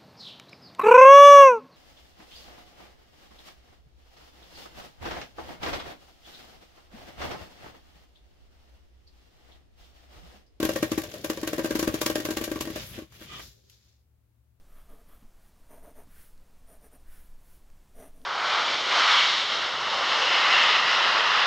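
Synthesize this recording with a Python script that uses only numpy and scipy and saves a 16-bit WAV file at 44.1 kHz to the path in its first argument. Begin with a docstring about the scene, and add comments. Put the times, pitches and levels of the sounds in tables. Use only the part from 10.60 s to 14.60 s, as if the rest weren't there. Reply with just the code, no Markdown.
"""In a quiet room with a low hum, a nearly spent toy top wobbles in a thin plastic stadium.
Its rim knocks on the stadium floor again and again: the floor booms, the walls ring and the contact
cracks. In between, the tip scratches on and loose parts rattle. Then the top lies over,
rolls to and fro on its rim and settles with a small tick."""
import sys
import numpy as np
from scipy import signal
from scipy.fft import rfft, irfft
from scipy.io import wavfile

SR = 44100
rng = np.random.default_rng(int(sys.argv[2]) if len(sys.argv) > 2 else 0)


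def master(y):
    """Save y as 16-bit WAV."""
    cut = np.clip(np.atleast_2d(y).T, -1, 1)
    pcm = np.round(cut * 32767)  # scale
    wavfile.write(sys.argv[1], SR, pcm.astype(np.int16))


N = 176400
T = np.arange(N) / SR
RING_T = T[:SR // 5]  # the time axis of one short sound

# Levels are relative. A "mode" is a tone an object rings at; t60 is the time to fade by 60 dB.
# tones of the room's hum: f/Hz, level/dB
HUM = [(72, -66.5), (113, -68.5)]
# tone colours of the noises, from bass to treble: f/Hz, level/dB
AIR = [(25, -16), (70, 4.5), (88, -4.5), (115, -1), (170, -14.5), (800, -28), (8500, -43), (12000, -37)]
RUMBLE = [(35, -20), (65, -1), (120, -5.5), (590, -9.5), (720, -17), (1400, -42)]
SCRAPE = [(450, -15.5), (1100, -5), (1800, -2), (3400, 0), (4000, -7.5), (5500, -24)]
SCRATCH = [(2000, -38.5), (3500, -1.5), (5000, 1), (7200, -6), (8300, -24)]
HISS = [(6000, -14.5), (8300, -12), (12000, 1), (16000, -7)]
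CLATTER = [(450, 3.5), (720, -4), (1100, 2), (1300, 0), (1650, 2.5), (2500, -3), (5000, -23.5)]
CRACK = [(1200, -22.5), (2400, 0), (3300, 1), (7000, -2.5), (8100, -12.5), (10500, -7.5), (11900, -2.5),
         (14500, -9.5)]
DRUM = [(25, -9), (60, 7), (120, 3), (330, -11), (1500, -41)]
# how hard the tip presses as the wobble eases and widens: t/s, level/dB
TIP_PRESSURE = [(0.2, 2.5), (0.55, -3), (1.2, 1.5), (2.1, -1)]
# knocks of the rim: t/s, boom/dB, hollow ring/dB, crack/dB
KNOCKS = [(0.0002, -29.5, -45.0, -41.5), (0.0275, -25, -34, -33.5), (0.0497, -27.5, -40, -33.5),
          (0.09, -29, -29.5, -37), (0.1583, -33, -30.5, -37), (0.2273, -23.5, -30, -35),
          (0.3165, -26, -38.5, -35.5), (0.377, -25.5, -40, -35.5), (0.436, -44, -43.5, -43),
          (0.5381, -45.5, -40.5, -44.5), (0.6434, -34, -37.5, -36), (0.6983, -27.5, -37.5, -35),
          (0.7718, -39, -39.5, -47.5), (0.8308, -30, -42, -41.5), (0.8735, -32.5, -39.5, -34.5),
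          (0.9302, -30.5, -37, -39), (0.98, -31.5, -35.5, -41), (0.9913, -28.5, -33, -44),
          (1.0439, -28.5, -34.0, -38), (1.0556, -34.5, -40.5, -39.5), (1.1063, -27.5, -34, -38),
          (1.1528, -26, -39.5, -34.5), (1.192, -30, -41, -31.0), (1.2259, -27, -37.5, -35),
          (1.2747, -23.5, -32, -35.5), (1.3401, -28.5, -41.5, -36.5), (1.4139, -34, -34.5, -30),
          (1.461, -30, -36.5, -27.5), (1.498, -29.5, -33, -34.5), (1.5547, -29.5, -34, -33.5),
          (1.58, -35, -51, -44), (1.6, -34.5, -45.5, -41), (1.6504, -35, -37.5, -33.5),
          (1.6864, -32, -37, -46.5), (1.7055, -30.5, -43.5, -36.5), (1.7687, -31.5, -39.5, -33),
          (1.8115, -32, -40.5, -42), (1.8387, -42, -42.5, -34), (1.8755, -35.0, -41.5, -50.5),
          (1.9146, -29.5, -39.5, -41), (1.9576, -32.0, -41.5, -45), (2.0068, -34.5, -45, -33),
          (2.052, -40, -48.5, -45), (2.073, -34.5, -39.5, -50), (2.101, -38.5, -50.5, -47.5),
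          (2.1582, -39.5, -38.5, -39.5), (2.3789, -40.5, -48.5, -61), (2.3873, -40, -53.5, -55),
          (2.42, -42.5, -62, -60), (2.612, -48.5, -56, -58)]
# deep modes of the stadium floor: f/Hz, level/dB, t60/s
FLOOR_MODES = [(64, -26, .16), (108, -25, .12), (148, -32, .15), (245, -14, .07), (318, 1, .11),
               (420, -15, .05)]
# modes of the floor (higher, hollow), the walls, the top, the floor under the rolling rim: f/Hz, level/dB
HOLLOW_MODES = [(498, -4.5), (555, -0.5), (604, -0.5)]
WALL_MODES = [(810, -8), (990, -2), (1095, -2), (1156, -2.5), (1580, 2.5), (1862, -2), (2830, -7)]
TOP_MODES = [(1210, 10), (1990, 1), (2430, 2), (3000, 5), (3220, 5), (3480, 4)]
ROLL_MODES = [(405, 10.5), (515, 0)]
# slides of the rim: loudest t/s, half length/s, scrape/dB, scratch/dB, hiss/dB
SLIDES = [(2.194, 0.043, -41.5, -44.5, -56), (2.28, 0.054, -65, -65, -49.5), (2.36, 0.036, -46, -51.5, -63),
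          (2.556, 0.025, -55.5, -59.5, -61.5), (2.63, 0.023, -49, -53, -55.5),
          (2.74, 0.037, -46, -51.5, -76), (2.825, 0.044, -56, -50.5, -55), (2.98, 0.095, -78, -70, -80),
          (3.131, 0.042, -72, -63.5, -74), (3.269, 0.057, -74.5, -68.5, -81)]
# the rolling weight drums on floor and table: t/s, level/dB
DRUMMING = [(2.1, -54.5), (2.38, -47.5), (2.48, -64), (2.62, -54), (2.84, -53.5), (2.92, -67.5), (3.3, -86)]
# light touches of the rim: t/s, clatter/dB, crack/dB
TICKS = [(2.523, -57, -60), (2.795, -39, -56), (3.098, -76, -57)]
# how much of the left-right difference is kept: f/Hz, level/dB
WIDTH = [(60, -9), (600, -0.5), (1200, -2.5), (4000, 0.5)]
# how much louder the left side is: f/Hz, level/dB
LEFT_BOOST = [(60, 4), (200, 3.5), (600, 4.5), (1200, 0), (5200, -0.5), (7500, 11.5), (12000, 5)]

FALL_AT_S, FALL_LENGTH_S = 2.16, 0.18  # the top lies over
TIP_GRIT_DB, KNOCK_GRIT_DB, ROLL_GRIT_DB = 4.5, 1, 2  # how uneven the friction is
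BOOM_DB, HOLLOW_DB, WALL_DB, CLATTER_DB, CRACK_DB = 6, 5.5, -2.5, 3.5, 4.5  # the mix within a knock
FLEX_HZ, FLEX_DB, FLEX_LAG_S, FLEX_WIDTH_S = 305, 1.5, .0023, .0024  # the floor's first give
GRAZE_S, GRAZE_DB = .0021, -2.5  # the rim scuffs the floor just before it bites
REBOUND_S, REBOUND_DB = .006, -3.5  # shortest delay and level of its lighter second contact
CRACK_T60_S = .034


def undb(db):
    """Turn decibels into a gain."""
    return 10 ** (np.asarray(db) / 20)


def unit(x):
    """Scale a signal to an average power of 1."""
    return x / np.sqrt(np.mean(x ** 2))


def fade(t60):
    """A curve that falls by 60 dB in t60 seconds."""
    return np.exp(-np.log(1000) * RING_T / t60)


def response(points):
    """The gain at every frequency, drawn through a table's points."""
    hz, db = np.array(points).T
    all_hz = np.arange(N // 2 + 1) * SR / N
    return undb(np.interp(np.log(all_hz + 1), np.log(hz), db))


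def colour(x, points):
    """Give a sound a tone colour."""
    return irfft(rfft(x) * response(points), N)


def noise(points):
    """Coloured noise, unrelated left and right."""
    return unit(colour(rng.standard_normal((2, N)), points))


def through(x, impulse):
    """Let every sample of x set off a copy of the impulse."""
    return signal.fftconvolve(x, impulse, axes=-1)[:, :N]


def add(out, at_s, sound):
    """Mix a sound in at the given time."""
    start = int(at_s * SR)
    first, last = max(start, 0), min(start + sound.shape[-1], N)
    out[:, first:last] += sound[..., first - start:last - start]


def piece(x):
    """A short random piece of a long noise."""
    start = rng.integers(N - len(RING_T))
    return x[:, start:start + len(RING_T)]


def room_tone():
    """Faint air and a low hum that wavers."""
    def waver():
        return np.interp(T, np.linspace(0, T[-1], num=50), rng.standard_normal(size=50))
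    hum = sum(undb(db + 2 * waver()) * np.sin(2 * np.pi * hz * T + waver()) for hz, db in HUM)
    return undb(-65.5) * noise(AIR) + hum


def friction(points, grit_db, catches_per_s=2500):
    """Rubbing surfaces catch many times, each a tiny burst of noise of its own size."""
    catches = rng.random(N) < catches_per_s / SR
    sizes = undb(grit_db * np.minimum(rng.exponential(size=N), 5))
    power = np.abs(through((catches * sizes)[None] ** 2, fade(t60=.02)[None] ** 2))
    return unit(colour(np.sqrt(power) * rng.standard_normal((2, N)), points))


def tip():
    """The tip scratches and rumbles on the floor until the top falls over."""
    layers = (SCRAPE, -50), (SCRATCH, -52), (HISS, -57.5)
    scratching = sum(undb(db) * friction(points, TIP_GRIT_DB) for points, db in layers)
    rumble = undb(-44) * noise(RUMBLE)[0]
    upright = np.clip((FALL_AT_S - T) / FALL_LENGTH_S + .5, 0, 1)
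    pressure = undb(np.interp(T, *np.array(TIP_PRESSURE).T))
    return upright * pressure * (rumble + scratching)


def ringing(modes, t60=None):
    """One fading tone per mode, as complex numbers so that its phase can be turned."""
    hz, db, *own_t60 = np.array(modes).T[:, :, None]
    return undb(db) * fade(own_t60[0] if own_t60 else t60) * np.exp(2j * np.pi * hz * RING_T)


def struck(rings, scatter_db=3.5, detune=.008):
    """A hit on a new spot shifts each mode's level and pitch; the whole stays as strong."""
    level, pitch = rng.standard_normal((2, len(rings), 1))
    radians_per_s = np.angle(rings[:, 1:2]) * SR
    varied = rings * undb(scatter_db * level) * np.exp(1j * detune * pitch * radians_per_s * RING_T)
    return varied * np.linalg.norm(rings.sum(0)) / np.linalg.norm(varied.sum(0))


def spread(rings):
    """Each microphone hears each mode at its own phase."""
    return (np.exp(2j * np.pi * rng.random((2, len(rings)))) @ rings).real


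def crack_fade():
    """A crack dies fast and leaves a softer, longer tail."""
    return fade(CRACK_T60_S) + undb(-4.5) * fade(t60=.11)


def knocks():
    """Each knock of the rim bends the floor, rings it and cracks; the walls ring and clatter."""
    out = np.zeros((2, N))
    floor = ringing(FLOOR_MODES)
    hollow = ringing(HOLLOW_MODES, t60=.11)
    walls = ringing(WALL_MODES, t60=.105)
    clatter, crack = friction(CLATTER, KNOCK_GRIT_DB), friction(CRACK, KNOCK_GRIT_DB)
    rise = np.minimum(RING_T / .0018, 1) ** 2
    graze_shape = undb(GRAZE_DB) * np.exp(-RING_T[::-1] / GRAZE_S)
    since = RING_T - FLEX_LAG_S
    flex = undb(FLEX_DB) * np.cos(2 * np.pi * FLEX_HZ * since) * np.exp(-(since / FLEX_WIDTH_S) ** 2)
    for at_s, boom_db, hollow_db, crack_db in KNOCKS:
        force = undb(np.mean([boom_db, hollow_db, crack_db]))
        boom = undb(boom_db + BOOM_DB)
        add(out, at_s, boom * flex)
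        add(out, at_s + FLEX_LAG_S, boom * rise * struck(floor).real.sum(0))
        add(out, at_s, undb(hollow_db + HOLLOW_DB) * rise * spread(struck(hollow))[0])
        add(out, at_s, force * undb(WALL_DB) * rise * spread(struck(walls)))
        add(out, at_s, force * undb(CLATTER_DB) * rise * fade(t60=.089) * piece(clatter))
        add(out, at_s, undb(crack_db + CRACK_DB) * rise * crack_fade() * piece(crack))
        rebound = fade(CRACK_T60_S) * (force * piece(clatter) + undb(crack_db) * piece(crack))
        add(out, at_s + REBOUND_S * (1 + 2 * rng.random()), undb(REBOUND_DB) * rebound)
        graze = graze_shape * (force * piece(clatter) + undb(crack_db) * piece(crack))
        add(out, at_s - RING_T[-1], graze)
    return out


def rattle(crack, clatter, count=130, base_db=-50.5, scatter_db=8):
    """Loose parts click at random during the wobble, louder when the tip presses harder."""
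    out = np.zeros((2, N))
    for at_s, size in zip(FALL_AT_S * rng.random(count), rng.standard_normal(count)):
        db = base_db + scatter_db * min(size, 2) + np.interp(at_s, *np.array(TIP_PRESSURE).T)
        add(out, at_s, undb(db) * fade(CRACK_T60_S) * (piece(crack) + piece(clatter)))
    return out


def slides(roundness=1.4):
    """The fallen top slides on its rim in swells that scrape, scratch and hiss."""
    peak_s, half_s, *levels = np.array(SLIDES).T
    swells = np.exp(-np.abs((T - peak_s[:, None]) / half_s[:, None]) ** roundness)
    scrape = friction(SCRAPE, ROLL_GRIT_DB) + undb(-6.5) * noise(RUMBLE)[0]
    layers = scrape, friction(SCRATCH, ROLL_GRIT_DB), friction(HISS, ROLL_GRIT_DB)
    return sum(np.sqrt(undb(db) ** 2 @ swells) * layer for db, layer in zip(levels, layers))


def drumming():
    """The rolling weight drums on the floor and the table."""
    times, db = np.array(DRUMMING).T
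    return np.interp(T, times, undb(db), left=0, right=0) * noise(DRUM)[0]


def ticks(crack, clatter):
    """The rim touches down lightly as the top settles."""
    out = np.zeros((2, N))
    for at_s, clatter_db, crack_db in TICKS:
        touch = undb(clatter_db) * piece(clatter) + undb(crack_db) * piece(crack)
        add(out, at_s, crack_fade() * touch)
    return out


def rubbed(modes, t60, peak_s, half_s, db):
    """The sliding rim keeps modes ringing for one swell."""
    impulse = ringing(modes, t60).imag.sum(0)[None]
    ring = unit(through(friction(SCRAPE, ROLL_GRIT_DB), impulse))
    return undb(db) * np.exp(-((T - peak_s) / half_s) ** 2 / 2) * ring


def scene():
    """Wobbling gives way to rolling, and the small room adds a short echo."""
    top = knocks()
    crack, clatter = friction(CRACK, KNOCK_GRIT_DB), friction(CLATTER, KNOCK_GRIT_DB)
    top += ticks(crack, clatter) + rattle(crack, clatter) + tip() + slides()
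    top += rubbed(TOP_MODES, t60=.053, peak_s=2.745, half_s=.042, db=-43)
    top += rubbed(ROLL_MODES, t60=.3, peak_s=2.99, half_s=.08, db=-70.5)
    top += drumming()
    echo = rng.standard_normal((2, len(RING_T))) * fade(t60=.13) * np.minimum(RING_T / .016, 1)
    echo *= undb(-9.5) / np.sqrt(np.sum(echo ** 2) / 2)
    return top + through(top, echo) + room_tone()


def record(dry, low_cut_hz=35, high_cut_hz=15900):
    """Two close microphones hear much the same bass; the left gets more bass and treble."""
    mid, side = dry.mean(0), colour((dry[0] - dry[1]) / 2, WIDTH)
    lean = np.sqrt(response(LEFT_BOOST))
    heard = irfft(rfft([mid + side, mid - side]) * np.array([lean, 1 / lean]), N)
    heard = signal.sosfilt(signal.butter(2, low_cut_hz, "high", fs=SR, output="sos"), heard)
    return signal.sosfilt(signal.ellip(10, .2, 80, high_cut_hz, fs=SR, output="sos"), heard)


dry = scene()
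out = record(dry)
master(out)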